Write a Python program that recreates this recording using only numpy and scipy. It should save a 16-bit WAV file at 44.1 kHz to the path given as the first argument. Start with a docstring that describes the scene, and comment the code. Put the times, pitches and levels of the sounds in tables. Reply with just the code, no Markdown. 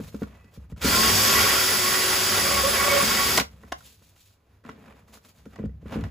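"""Drilling a thin plastic box

A cordless drill drives a small hole saw through the wall of a plastic storage box on a workshop bench.
Gears are clicks coloured into hiss and mesh bands; sines at multiples of armature speed whine.
Saw teeth excite the wall modes and chatter by stick and slip; the braked chuck stops with a clack.
Before and after, pushes on the box modes make knocks and uneven grains make rubbing, in a faint shop hush."""
import sys
import numpy as np
from scipy import signal
from scipy.fft import rfft, irfft
from scipy.io import wavfile

SR = 44100
rng = np.random.default_rng(int(sys.argv[2]) if len(sys.argv) > 2 else 0)


def inscribe(sig):
    """Save sig as 16-bit PCM at rate SR to the path in sys.argv[1].

    A 1-D sig is mono; a 2-D sig holds one channel per row.
    Samples are clipped to [-1, 1] before scaling.
    """
    pcm = np.round(np.clip(np.atleast_2d(sig).T, -1, 1) * 32767)
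    wavfile.write(sys.argv[1], SR, pcm.astype(np.int16))


N = 269010

# deep modes of the box: freq_hz, level_db, t60_s
DEEP_MODES = [(67, -6.5, 0.31), (95.8, -5.5, 0.17), (162, -3.5, 0.059)]
# low modes of the box: freq_hz, level_db, t60_s
LOW_MODES = [(208.6, -5, 0.098), (251, 0.5, 0.04), (276, -1, 0.033), (442.5, -11, 0.037),
             (566, -15.5, 0.0063), (355, -11.5, 0.023)]
# modes of the box wall, free to ring: freq_hz, level_db, t60_s
WALL_MODES = [(430, -10, .07), (590, -5, .04), (770, -8, .04), (900, -9, .03), (1110, 0, .055),
              (1400, 3.5, .05), (1614, -9, 0.033), (1760, -10.5, 0.04), (1985, 3.5, .045), (2090, -7, .03),
              (2260, -6.5, .035), (2768, -6, .025), (3000, -7, .03)]


def amp(db):
    """Amplitude ratio of a level in dB."""
    return 10 ** (np.asarray(db) / 20)


def rms_one(x):
    """Scale to an RMS of 1."""
    return x / np.sqrt(np.mean(x ** 2) + 1e-20)


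def band_filter(x, order, corner_hz, kind="low"):
    """Butterworth filter."""
    return signal.sosfilt(signal.butter(order, corner_hz, kind, fs=SR, output="sos"), x)


def in_time(rows):
    """Columns after start_s, interpolated to sample curves."""
    s, *columns = np.transpose(rows)
    return [np.interp(np.arange(N) / SR, s, c) for c in columns]


def on_grid(points):
    """A (freq_hz, level_db) table interpolated over log frequency at every FFT bin."""
    bins_hz = np.maximum(np.arange(N // 2 + 1) * SR / N, 1)
    points_hz, points_db = np.array(points).T
    return np.interp(np.log(bins_hz), np.log(np.maximum(points_hz, 1)), points_db)


def coloured(x, spectrum):
    """Shape the spectrum, then scale to an RMS of 1."""
    return rms_one(irfft(rfft(x) * amp(on_grid(spectrum)), N))


def drift(rate_hz):
    """Slow random curve of RMS 1: noise through two equal poles."""
    r = np.exp(-2 * np.pi * rate_hz / SR)
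    noise = rng.standard_normal(N + SR)
    settled = signal.lfilter([1], [1, -2 * r, r * r], noise)[SR:]
    return rms_one(settled)


def smeared(phase, width_hz, clean=0):
    """A tone spread into a narrow noise band around a clean core."""
    return (clean + drift(width_hz)) * np.sin(phase) + drift(width_hz) * np.cos(phase)


def grains(per_s, spread_db):
    """Random clicks of uneven size and either sign."""
    sizes = amp(spread_db * np.minimum(rng.exponential(1, N), 5)) * rng.choice([-1, 1], N)
    return sizes * (rng.random(N) < per_s / SR)


def swell(s, length, rise, fall):
    """Rises to 1 from s, holds, and dies away after s + length (all in seconds)."""
    t = np.arange(N) / SR - s
    opening = np.clip(t / rise, 0, 1) ** 2
    closing = np.clip((length + fall - t) / fall, 0, 1) ** 2
    return opening * closing


def ring(force, modes):
    """A force drives a bank of damped resonators of alternating sign."""
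    out = np.zeros(N)
    for k, (hz, db, t60) in enumerate(modes):
        r, w = amp(-60 / (t60 * SR)), 2 * np.pi * hz / SR
        mode = signal.lfilter([0, np.sin(w)], [1, -2 * r * np.cos(w), r * r], force + 1e-18)
        out += (-1) ** k * amp(db) * mode
    return out


def echoes(x, t60):
    """A dense dying spray of reflections of unit energy."""
    t = np.arange(int(t60 * SR)) / SR
    spray = rng.standard_normal(SR)[:len(t)] * amp(-60 * t / t60)
    return signal.fftconvolve(x, spray / np.sqrt(np.sum(spray ** 2)))[:N]


def hush():
    """The air of the shop as uneven coloured noise, plus a faint smeared hum."""
    # shop air: freq_hz, density_db_per_hz
    air_spectrum = [(30, -0.5), (50, -8), (90, 4.5), (130, -11.5), (200, -13.5), (400, -16), (1000, -22),
                    (2000, -26.5), (8000, -41), (16000, -35.5)]
    air_db, waver_db, hum_hz, hum_db = -64.5, 2, 97, -69.5
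    hum = amp(hum_db) * smeared(2 * np.pi * hum_hz * np.arange(N) / SR, 3, clean=0.51)
    air = coloured(rng.standard_normal(N), air_spectrum)
    return amp(air_db + waver_db * drift(2.7)) * air + hum


def running():
    """Drill levels in dB, gated by the trigger: sound swells up to full_s and dies after stop_s."""
    # running drill: start_s, gear_hiss_db, teeth_db, box_shaking_db, unbalance_db
    drill_rows = [(.815, -34, -38.5, -53.5, -65), (.85, -23, -28.5, -26, -51.5),
                  (.95, -18.5, -25.5, -32, -47), (1.08, -18.5, -25.5, -33, -39.5),
                  (1.22, -18, -26.5, -38.5, -41), (1.3, -17.5, -24, -40, -37.5),
                  (1.45, -19.5, -23.5, -38.5, -38.5), (1.62, -20, -26, -49, -41.5),
                  (1.8, -21, -29, -45.5, -38.5), (2.1, -21.5, -27, -46.5, -38.5),
                  (2.4, -21.5, -27.5, -40.5, -41), (2.6, -22.5, -27, -38.5, -44.5),
                  (2.9, -22.5, -26, -41, -38), (3.06, -21.5, -26.5, -37.5, -57), (3.25, -22, -28, -39, -47),
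                  (3.41, -23, -28.5, -39, -34.5)]
    full_s, rise_db_per_s, stop_s, fall_db_per_s = 0.817, 2192.5, 3.385, 498
    t = np.arange(N) / SR
    opening_db, closing_db = (t - full_s) * rise_db_per_s, (stop_s - t) * fall_db_per_s
    trigger_db = np.minimum(0, np.minimum(opening_db, closing_db))
    return np.array(in_time(drill_rows)) + trigger_db, trigger_db


def strokes():
    """Level curves of scuff and rustle as skin, sleeve and tool slide on plastic."""
    # strokes: start_s, length_s, dull_scuff_db, bright_rustle_db
    stroke_rows = [(-.03, 0.11, -58.5, -54.5), (0.086, 0.14, -61, -57), (0.232, 0.12, -57, -65.5),
                   (0.37, .11, -66.5, -71), (0.496, 0.076, -66.5, -66), (.53, 0.036, -80, -67),
                   (0.58, 0.075, -69, -74), (0.689, 0.033, -59.5, -60), (0.754, 0.064, -57, -58),
                   (3.414, 0.18, -67.5, -68.5), (3.586, 0.12, -65, -66), (3.72, 0.11, -67, -59.5),
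                   (3.819, 0.11, -71.5, -53), (3.932, 0.17, -89, -63), (4.116, 0.17, -99.5, -61),
                   (4.28, 0.26, -79.5, -82), (4.602, 0.37, -64.5, -74.5), (4.631, 0.066, -55, -71),
                   (4.687, 0.12, -66.5, -78), (4.804, 0.061, -69, -78), (4.861, 0.048, -62, -82),
                   (4.914, 0.11, -74.5, -79), (5.0, 0.36, -75.5, -72), (5.064, 0.055, -67.5, -65),
                   (5.122, 0.051, -62, -55), (5.226, 0.066, -67.5, -59), (5.293, 0.24, -73, -70),
                   (5.515, .04, -63.5, -86), (5.55, 0.094, -57.5, -80), (5.789, 0.087, -68, -75),
                   (5.841, 0.057, -57.5, -72.5), (5.884, 0.041, -52, -66), (5.903, 0.065, -44, -61),
                   (5.958, 0.081, -53, -73), (6.016, 0.072, -59.5, -69)]
    rise_share, fall_share = 0.35, 0.63   # of the stroke length
    return sum(amp([[scuff_db], [rustle_db]]) * swell(s, length, rise_share * length, fall_share * length)
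               for s, length, scuff_db, rustle_db in stroke_rows)


def shaking():
    """Lumpy forces from drill, hands and strokes keep the low modes of the box sounding."""
    # hands shifting the box, a deep boom: start_s, level_db
    handling_rows = [(0, -37.5), (.13, -49), (.34, -51), (.54, -56.5), (.8, -43), (3.45, -51), (3.9, -58.5),
                     (4.15, -68), (4.5, -68.5), (4.7, -57), (5.3, -61.5), (5.55, -53.5), (5.75, -45.5),
                     (5.9, -48), (6.05, -27), (6.1, -61)]
    drill_thrum_db, scuff_thrum_db = 1, 3   # against the shaking, against the scuff
    shake = amp(running()[0][2])
    boom = rms_one(ring(rng.standard_normal(N) * amp(0.46 * drift(12)), DEEP_MODES))
    thrum = rms_one(ring(grains(900, spread_db=2.5), LOW_MODES))
    boom_level = np.maximum(shake, amp(in_time(handling_rows)[0]))
    thrum_level = amp(drill_thrum_db) * shake + amp(scuff_thrum_db) * strokes()[0]
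    return boom_level * boom + thrum_level * thrum


def rubbing():
    """Fine grains of friction, uneven along each stroke; snags crackle in the wall."""
    # dull scuff: freq_hz, density_db_per_hz
    scuff_spectrum = [(200, -19.5), (500, 7), (1200, 1.5), (2500, -4), (5000, -23.5)]
    # bright rustle: freq_hz, density_db_per_hz
    rustle_spectrum = [(1200, -13.5), (2500, -4), (3200, -2), (3850, -1.5), (4600, -3), (5500, -5.5),
                       (7000, -2.5), (10000, -5), (16000, -4)]
    snags_per_s, snag_t60_s, crackle_db = 260, .006, -9   # crackle level against the scuff
    scuff = coloured(grains(2500, spread_db=3.0), scuff_spectrum)
    rustle = coloured(grains(9000, spread_db=3.5), rustle_spectrum)
    snag_decay = amp(-60 / (snag_t60_s * SR))
    snag_level = signal.lfilter([1], [1, -snag_decay], np.abs(grains(snags_per_s, spread_db=1.3)))
    crackle = rms_one(band_filter(snag_level * rng.standard_normal(N), 2, [700, 3500], "band"))
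    layers = strokes() * [scuff + amp(crackle_db) * crackle, rustle]
    return amp(2.0 * drift(21)) * np.sum(layers, axis=0)


def squeak():
    """A faint squeak as the box slides: narrow rough bands that swell and fade together."""
    # squeak bands: freq_hz, level_db
    squeak_bands = [(1150, -74), (1980, -71), (2560, -73)]
    start_s, length_s, rise_s, fall_s = 0.275, 0.224, .05, 0.039
    t = np.arange(N) / SR
    bands = sum(amp(db) * smeared(2 * np.pi * hz * t, 30) for hz, db in squeak_bands)
    return swell(start_s, length_s, rise_s, fall_s) * bands


def saw_taps():
    """Saw cup taps the wall: each tap rings cup and wall around it, every mode with its own strength."""
    # taps: start_s, level_db
    tap_rows = [(3.7213, -31), (3.7242, -28), (3.728, -32), (5.925, -38), (5.942, -41), (6.039, -40)]
    # cup and surrounding wall: freq_hz, level_db, t60_s
    cup_modes = [(740, -4, .035), (900, -3, .02), (1080, -1, .025), (1400, -4, .02), (1700, -1, .02),
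                 (2050, -6, .015), (2800, -3, .015), (3600, -8, .015), (5000, -12, .012)]
    strengths = amp(rng.normal(0, 0.97, (len(tap_rows), len(cup_modes))))
    tap_samples = [int(s * SR) for s, _ in tap_rows]
    tap_levels = amp([db for _, db in tap_rows])
    out = np.zeros(N)
    for mode, strength in zip(cup_modes, strengths.T):
        force = np.zeros(N)
        force[tap_samples] = tap_levels * strength
        out += ring(force, [mode])
    return out


def knocks():
    """Contacts push the low modes, force the wall roughly for milliseconds and crack dully."""
    # contacts: start_s, thump_db, deep_thud_db, wall_ring_db, crack_db
    knock_rows = [(0.0, -21, -57, -38, -50), (0.144, -19.5, -52, -38, -35), (0.219, -14.5, -44, -30, -38),
                  (0.23, -39, -29, -29, -34), (0.442, -44, -64, -71, -47), (0.575, -35, -32, -74, -64),
                  (0.722, -33, -25, -45, -60), (0.761, -55, -60, -46, -46), (0.779, -61, -46, -58, -42),
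                  (.846, -12.5, -28, -46, -34), (0.86, -23, -32, -12.5, -28), (2.914, -51, -37, -37, -10),
                  (3.03, -18, -46, -12.5, -26), (3.3732, -23, -47.5, -11, -3), (3.375, -22, -53, -20, 0),
                  (3.382, -19.5, -49, -7.5, -29), (3.397, -22, -48, -40, -5.5), (3.408, -21, -31, -15, -11),
                  (3.633, -41, -62, -35, -56), (3.642, -38.5, -66, -64, -71), (3.678, -51, -69, -66, -51),
                  (3.718, -46, -70, -46, -29), (3.7206, -52, -66, -20, -18),
                  (3.804, -76, -73.5, -38.5, -43), (4.017, -51, -57.5, -51, -60.5),
                  (4.161, -74, -67, -60, -46), (4.303, -61.5, -68.5, -58, -65), (4.638, -51, -55, -47, -50),
                  (4.648, -38.5, -62, -36, -47), (4.661, -39, -43, -54, -42),
                  (4.689, -34, -53, -28.5, -38.5), (4.696, -32, -60, -64, -60), (4.786, -38, -59, -70, -61),
                  (4.859, -44, -79, -51, -44), (4.944, -44, -70, -53, -64), (5.08, -54, -69, -47, -56),
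                  (5.17, -67, -74, -43, -51.5), (5.247, -74, -59, -70, -39), (5.454, -49, -53, -43, -42),
                  (5.462, -29.5, -46, -41, -66), (5.508, -61, -47, -51, -57), (5.536, -44, -61, -48, -64),
                  (5.557, -45, -69, -30.5, -37.5), (5.587, -28, -44, -36, -58), (5.596, -21, -31, -47, -58),
                  (5.619, -29.5, -32, -67, -67), (5.629, -39, -47, -44, -60), (5.654, -54, -60, -44, -43.5),
                  (5.639, -17, -30, -75, -59), (5.658, -32.5, -22, -58, -62), (5.692, -37, -44, -48, -62.5),
                  (5.829, -35, -60, -70, -70), (5.857, -28.5, -39.5, -40, -54), (5.909, -44, -62, -50, -40),
                  (5.925, -24, -55, -32, -38), (5.929, -48, -60, -38, -41), (5.942, -47, -46, -45, -38),
                  (5.958, -15, -46, -50, -44), (5.971, -21, -26, -34, -52), (5.989, -21, -34, -48, -46),
                  (6.007, -31, -49, -58, -35), (6.017, -28, -50, -42, -60), (6.037, -32, -39, -33, -32.5),
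                  (6.064, -29.5, -33, -70, -51)]
    force_t60_s, crack_t60_s, wall_rise_s, crack_rise_s = 0.024, 0.027, 0.0027, 0.0034
    held_t60_s = .016            # wall ring under a hand
    finger_hz, slap_db = 1230, 16.5   # force lowpass; broad slap against the ring
    knuckle_db = -7              # upper low modes, against the mean of thump and wall ring
    t = np.arange(1200) / SR
    noise = rng.standard_normal((len(knock_rows), 2, len(t)))
    rough = noise * amp(-60 * t / [[force_t60_s], [crack_t60_s]])
    wall_rise, crack_rise = np.minimum(t / wall_rise_s, 1), np.minimum(t / crack_rise_s, 1)
    deep, low, upper, wall, crack = np.zeros((5, N + len(t)))
    for (s, low_db, deep_db, wall_db, crack_db), (force, burst) in zip(knock_rows, rough):
        start = int(round(s * SR))
        span = slice(start, start + len(t))
        deep[start] += amp(deep_db)
        low[start] += amp(low_db)
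        upper[start] += amp((low_db + wall_db) / 2 + knuckle_db)
        wall[span] += amp(wall_db) * force * wall_rise / np.sqrt(np.sum(force ** 2))
        crack[span] += amp(crack_db) * burst * crack_rise
    cracks = band_filter(crack[:N], 1, [800, 4200], "band")
    push = band_filter(wall[:N], 2, finger_hz)
    slap = amp(slap_db) * band_filter(push, 1, 350, "high")
    held_modes = [(hz, db, held_t60_s) for hz, db, _ in WALL_MODES]
    body = ring(deep[:N], DEEP_MODES) + ring(low[:N], LOW_MODES[:3])
    body += ring(low[:N] + upper[:N], LOW_MODES[3:])
    soft_body = band_filter(body, 2, 600)   # flesh and rubber touch softly
    return soft_body + ring(push, held_modes) + slap + cracks


def chatter():
    """Teeth grab the wall, stick and slip: a wavering buzz whose overtones come and go on their own."""
    # grabs: start_s, length_s, first_hz, last_hz, level_db
    grab_rows = [(2.429, 0.093, 573.7, 578.4, -31), (2.518, 0.086, 572.6, 573, -31.5),
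                 (2.628, 0.057, 535, 575.4, -25.5), (2.754, 0.12, 533, 591.4, -30.5),
                 (2.873, 0.16, 580, 561.5, -28)]
    # overtones: multiple, level_db
    overtones = [(1, -3), (2, -6), (4, -25.5)]
    rise_s, fall_s = 0.0099, 0.034
    pitch_rows = []
    for s, length, first_hz, last_hz, _ in grab_rows:
        pitch_rows += [(s, first_hz), (s + length - .001, last_hz)]
    hz, = in_time(pitch_rows)
    level = sum(amp(db) * swell(s, length, rise_s, fall_s) for s, length, *_, db in grab_rows)
    phase = 2 * np.pi * np.cumsum(hz * (1 + 0.01188 * drift(27))) / SR
    buzz = sum(amp(db) * rms_one(smeared(k * phase, 25 * k, clean=1.8)) for k, db in overtones)
    return level * buzz


def teeth():
    """Dense bites in uneven bursts excite the wall modes above a broad scrape."""
    # scrape: freq_hz, density_db_per_hz
    scrape_spectrum = [(200, -13), (400, 0.5), (700, -3.5), (1500, 1.5), (2500, 0), (3500, -1.5),
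                       (6000, -30)]
    # wall ring against scrape as the saw is pressed in: start_s, level_db
    wall_rows = [(.85, -1.5), (1.15, -2.5), (1.45, -1.5), (1.65, -3.5), (2.0, -3.5), (2.4, -2), (2.8, -2.5),
                 (3.1, -2.5), (3.4, -3)]
    wander_db, flare_db, flare_hz = 1.5, 2.6, 24   # each mode sways as the saw rocks, and flares
    bursts = amp(1.2 * drift(24))
    bites, scrape = grains(5000, spread_db=0.0) * bursts, grains(4000, spread_db=0.5) * bursts
    wall = np.zeros(N)
    for mode in WALL_MODES:
        wall += amp(wander_db * drift(3.0) + flare_db * drift(flare_hz)) * ring(bites, [mode])
    return rms_one(rms_one(wall) * amp(in_time(wall_rows)[0]) + coloured(scrape, scrape_spectrum))


def gears(turn):
    """Tooth clicks hiss once-per-turn uneven, uneven teeth smear mesh tones into bands, housing rings."""
    # gear hiss: freq_hz, density_db_per_hz
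    hiss_spectrum = [(1500, -10.5), (2600, -8), (3300, 0.5), (3900, -3.5), (4500, -4), (5500, 0.5),
                     (6300, -1.5), (8000, 2), (10000, -3), (12500, -2), (14100, -1), (15000, -1),
                     (16000, 4)]
    # mesh bands: multiple_of_speed, width_hz, level_db
    mesh_bands = [(13.14, 170, -17), (14.64, 91, -17), (17.9, 100, -25.5), (36.6, 300, -36)]
    # gear housing: freq_hz, level_db, t60_s
    housing_modes = [(4780, 0, 0.0053)]
    housing_db = -12   # against the hiss
    hiss = coloured(grains(14000, spread_db=2.0), hiss_spectrum) * (1 + 0.2 * np.sin(turn))
    mesh = sum(amp(db) * smeared(multiple * turn, width_hz) for multiple, width_hz, db in mesh_bands)
    housing = rms_one(ring(grains(14000, spread_db=0.0), housing_modes))
    return hiss + mesh + amp(housing_db) * housing


def armature(turn, unbalance_db, trigger_db):
    """Unbalance and commutator sing nearly clean, low multiples smeared; the first gear stage drones."""
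    # armature tones: start_s, third_multiple_db, sixth_multiple_db, commutator_whistle_db
    tone_rows = [(.82, -57, -67, -63), (.96, -36, -56, -53.5), (1.08, -36.5, -50, -41.5),
                 (1.2, -36.5, -48, -41.5), (1.25, -31.5, -52, -34.5), (1.31, -37, -48, -33),
                 (1.4, -32, -43.5, -31.5), (1.55, -40.5, -52.5, -35), (1.63, -43.5, -56.5, -35),
                 (1.77, -46, -68.5, -34), (1.81, -46.5, -50.5, -41), (1.85, -37, -44, -34.5),
                 (2.1, -44.5, -60, -33), (2.22, -50, -73, -42), (2.4, -37, -72, -34.5),
                 (2.55, -41, -41, -39.5), (2.7, -42, -58, -32.5), (2.8, -37, -36.5, -35),
                 (2.88, -34.5, -46, -42), (2.915, -44, -24, -57), (2.95, -38, -40.5, -48.5),
                 (3.03, -50.5, -35, -33.5), (3.08, -46, -39, -64), (3.15, -42, -43, -47),
                 (3.2, -35.5, -43, -38), (3.32, -44.5, -42.5, -35.5), (3.38, -36, -53.5, -41.5)]
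    # weak tones: multiple_of_speed, level_db against the third
    weak_tones = [(2, -12), (4, -12.5), (5, -4.5)]
    # drone: start_s, level_db
    drone_rows = [(.9, -41.5), (1.15, -34), (1.3, -44), (1.6, -45.5), (1.8, -44.5), (2.0, -48.5),
                  (2.35, -46.5), (2.5, -49.5), (3.4, -60)]
    stage_ratio = 3.8                  # armature turns per turn of the first stage
    tone_width_hz, clean = 16, 1.2     # smear of the low tones, their clean core
    waver_rad, flicker_db = .5, 1.2    # whistle phase and level wander, RMS
    third_db, sixth_db, whistle_db = in_time(tone_rows) + trigger_db
    whistle_level = amp(whistle_db + flicker_db * drift(12))
    whistle = whistle_level * np.sin(30 * turn + waver_rad * drift(15))
    drone_level = amp(in_time(drone_rows)[0] + trigger_db)
    drone = drone_level * rms_one(smeared(turn / stage_ratio, 3.6, clean=2.5))
    low = sum(amp(db) * smeared(k * turn, tone_width_hz, clean) for k, db in [(3, 0)] + weak_tones)
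    sixth = smeared(6 * turn, 2 * tone_width_hz, clean)
    steady = np.sqrt(2) * (amp(unbalance_db) * np.sin(turn) + whistle + drone)
    return steady + amp(third_db) * low + amp(sixth_db) * sixth


def drill():
    """Gears and armature share one turning phase: running up, sagging under load, braked; teeth on top."""
    # armature speed: start_s, speed_turns_per_s
    speed_rows = [(.8, 220), (.86, 320), (1.0, 358), (1.07, 368.5), (1.15, 380), (1.26, 380.5),
                  (1.4, 376.3), (1.6, 374.5), (1.68, 372.2), (1.78, 372), (1.82, 365.5), (1.85, 366.7),
                  (1.89, 370.5), (1.95, 372.7), (2.05, 372.7), (2.13, 373.3), (2.27, 371.3), (2.39, 373.3),
                  (2.42, 372), (2.45, 367), (2.55, 365.7), (2.6, 367.5), (2.65, 368), (2.77, 375.3),
                  (2.86, 373.6), (2.9, 370.8), (2.97, 368), (3.02, 365), (3.04, 360.5), (3.11, 363),
                  (3.17, 370), (3.2, 375), (3.26, 375), (3.33, 379.5), (3.37, 380), (3.42, 200)]
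    speed, = in_time(speed_rows)
    turn = 2 * np.pi * np.cumsum(speed) / SR
    (gear_db, teeth_db, _, unbalance_db), trigger_db = running()
    tones = armature(turn, unbalance_db, trigger_db)
    return amp(gear_db) * gears(turn) + tones + amp(teeth_db) * teeth()


def scene():
    """Sources and hush in the middle, with shop reflections common to both ears and unlike ones."""
    # unlike reflections: freq_hz, side_minus_mid_db
    side_spectrum = [(40, -30.5), (130, -31), (260, -25.5), (330, -21), (550, -13), (800, -11.5),
                     (1500, -14.5), (2400, -16.5), (3500, -14.5), (5500, -12.5), (6200, -10), (7000, -49),
                     (16000, -23.5)]
    early_t60_s, shop_t60_s = .08, 0.17
    common_db, late_side_db = -12, 8   # common reflections; late unlike ones against the early
    mid = hush() + shaking() + rubbing() + squeak() + saw_taps() + knocks() + chatter() + drill()
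    unlike = echoes(mid, early_t60_s) + amp(late_side_db) * echoes(mid, shop_t60_s)
    side = irfft(rfft(unlike) * amp(on_grid(side_spectrum)), N)
    return mid + amp(common_db) * echoes(mid, shop_t60_s) + side * [[1], [-1]]


def record(dry):
    """Two microphone ports: the left lags in the treble by a phase slope; bottom and top are cut."""
    port_lag_s, port_from_hz, low_cut_hz, top_stop_hz = .000244, 6900, 35, 16100
    bins_hz = np.arange(N // 2 + 1) * SR / N
    phase = -2 * np.pi * port_lag_s * np.maximum(bins_hz - port_from_hz, 0)
    turned = irfft(rfft(dry) * np.exp(.5j * phase * [[1], [-1]]), N)   # half to each side
    turned = band_filter(turned, 2, low_cut_hz, "high")
    return signal.sosfilt(signal.cheby2(16, 75, top_stop_hz, fs=SR, output="sos"), turned)


dry = scene()
out = record(dry)
inscribe(out)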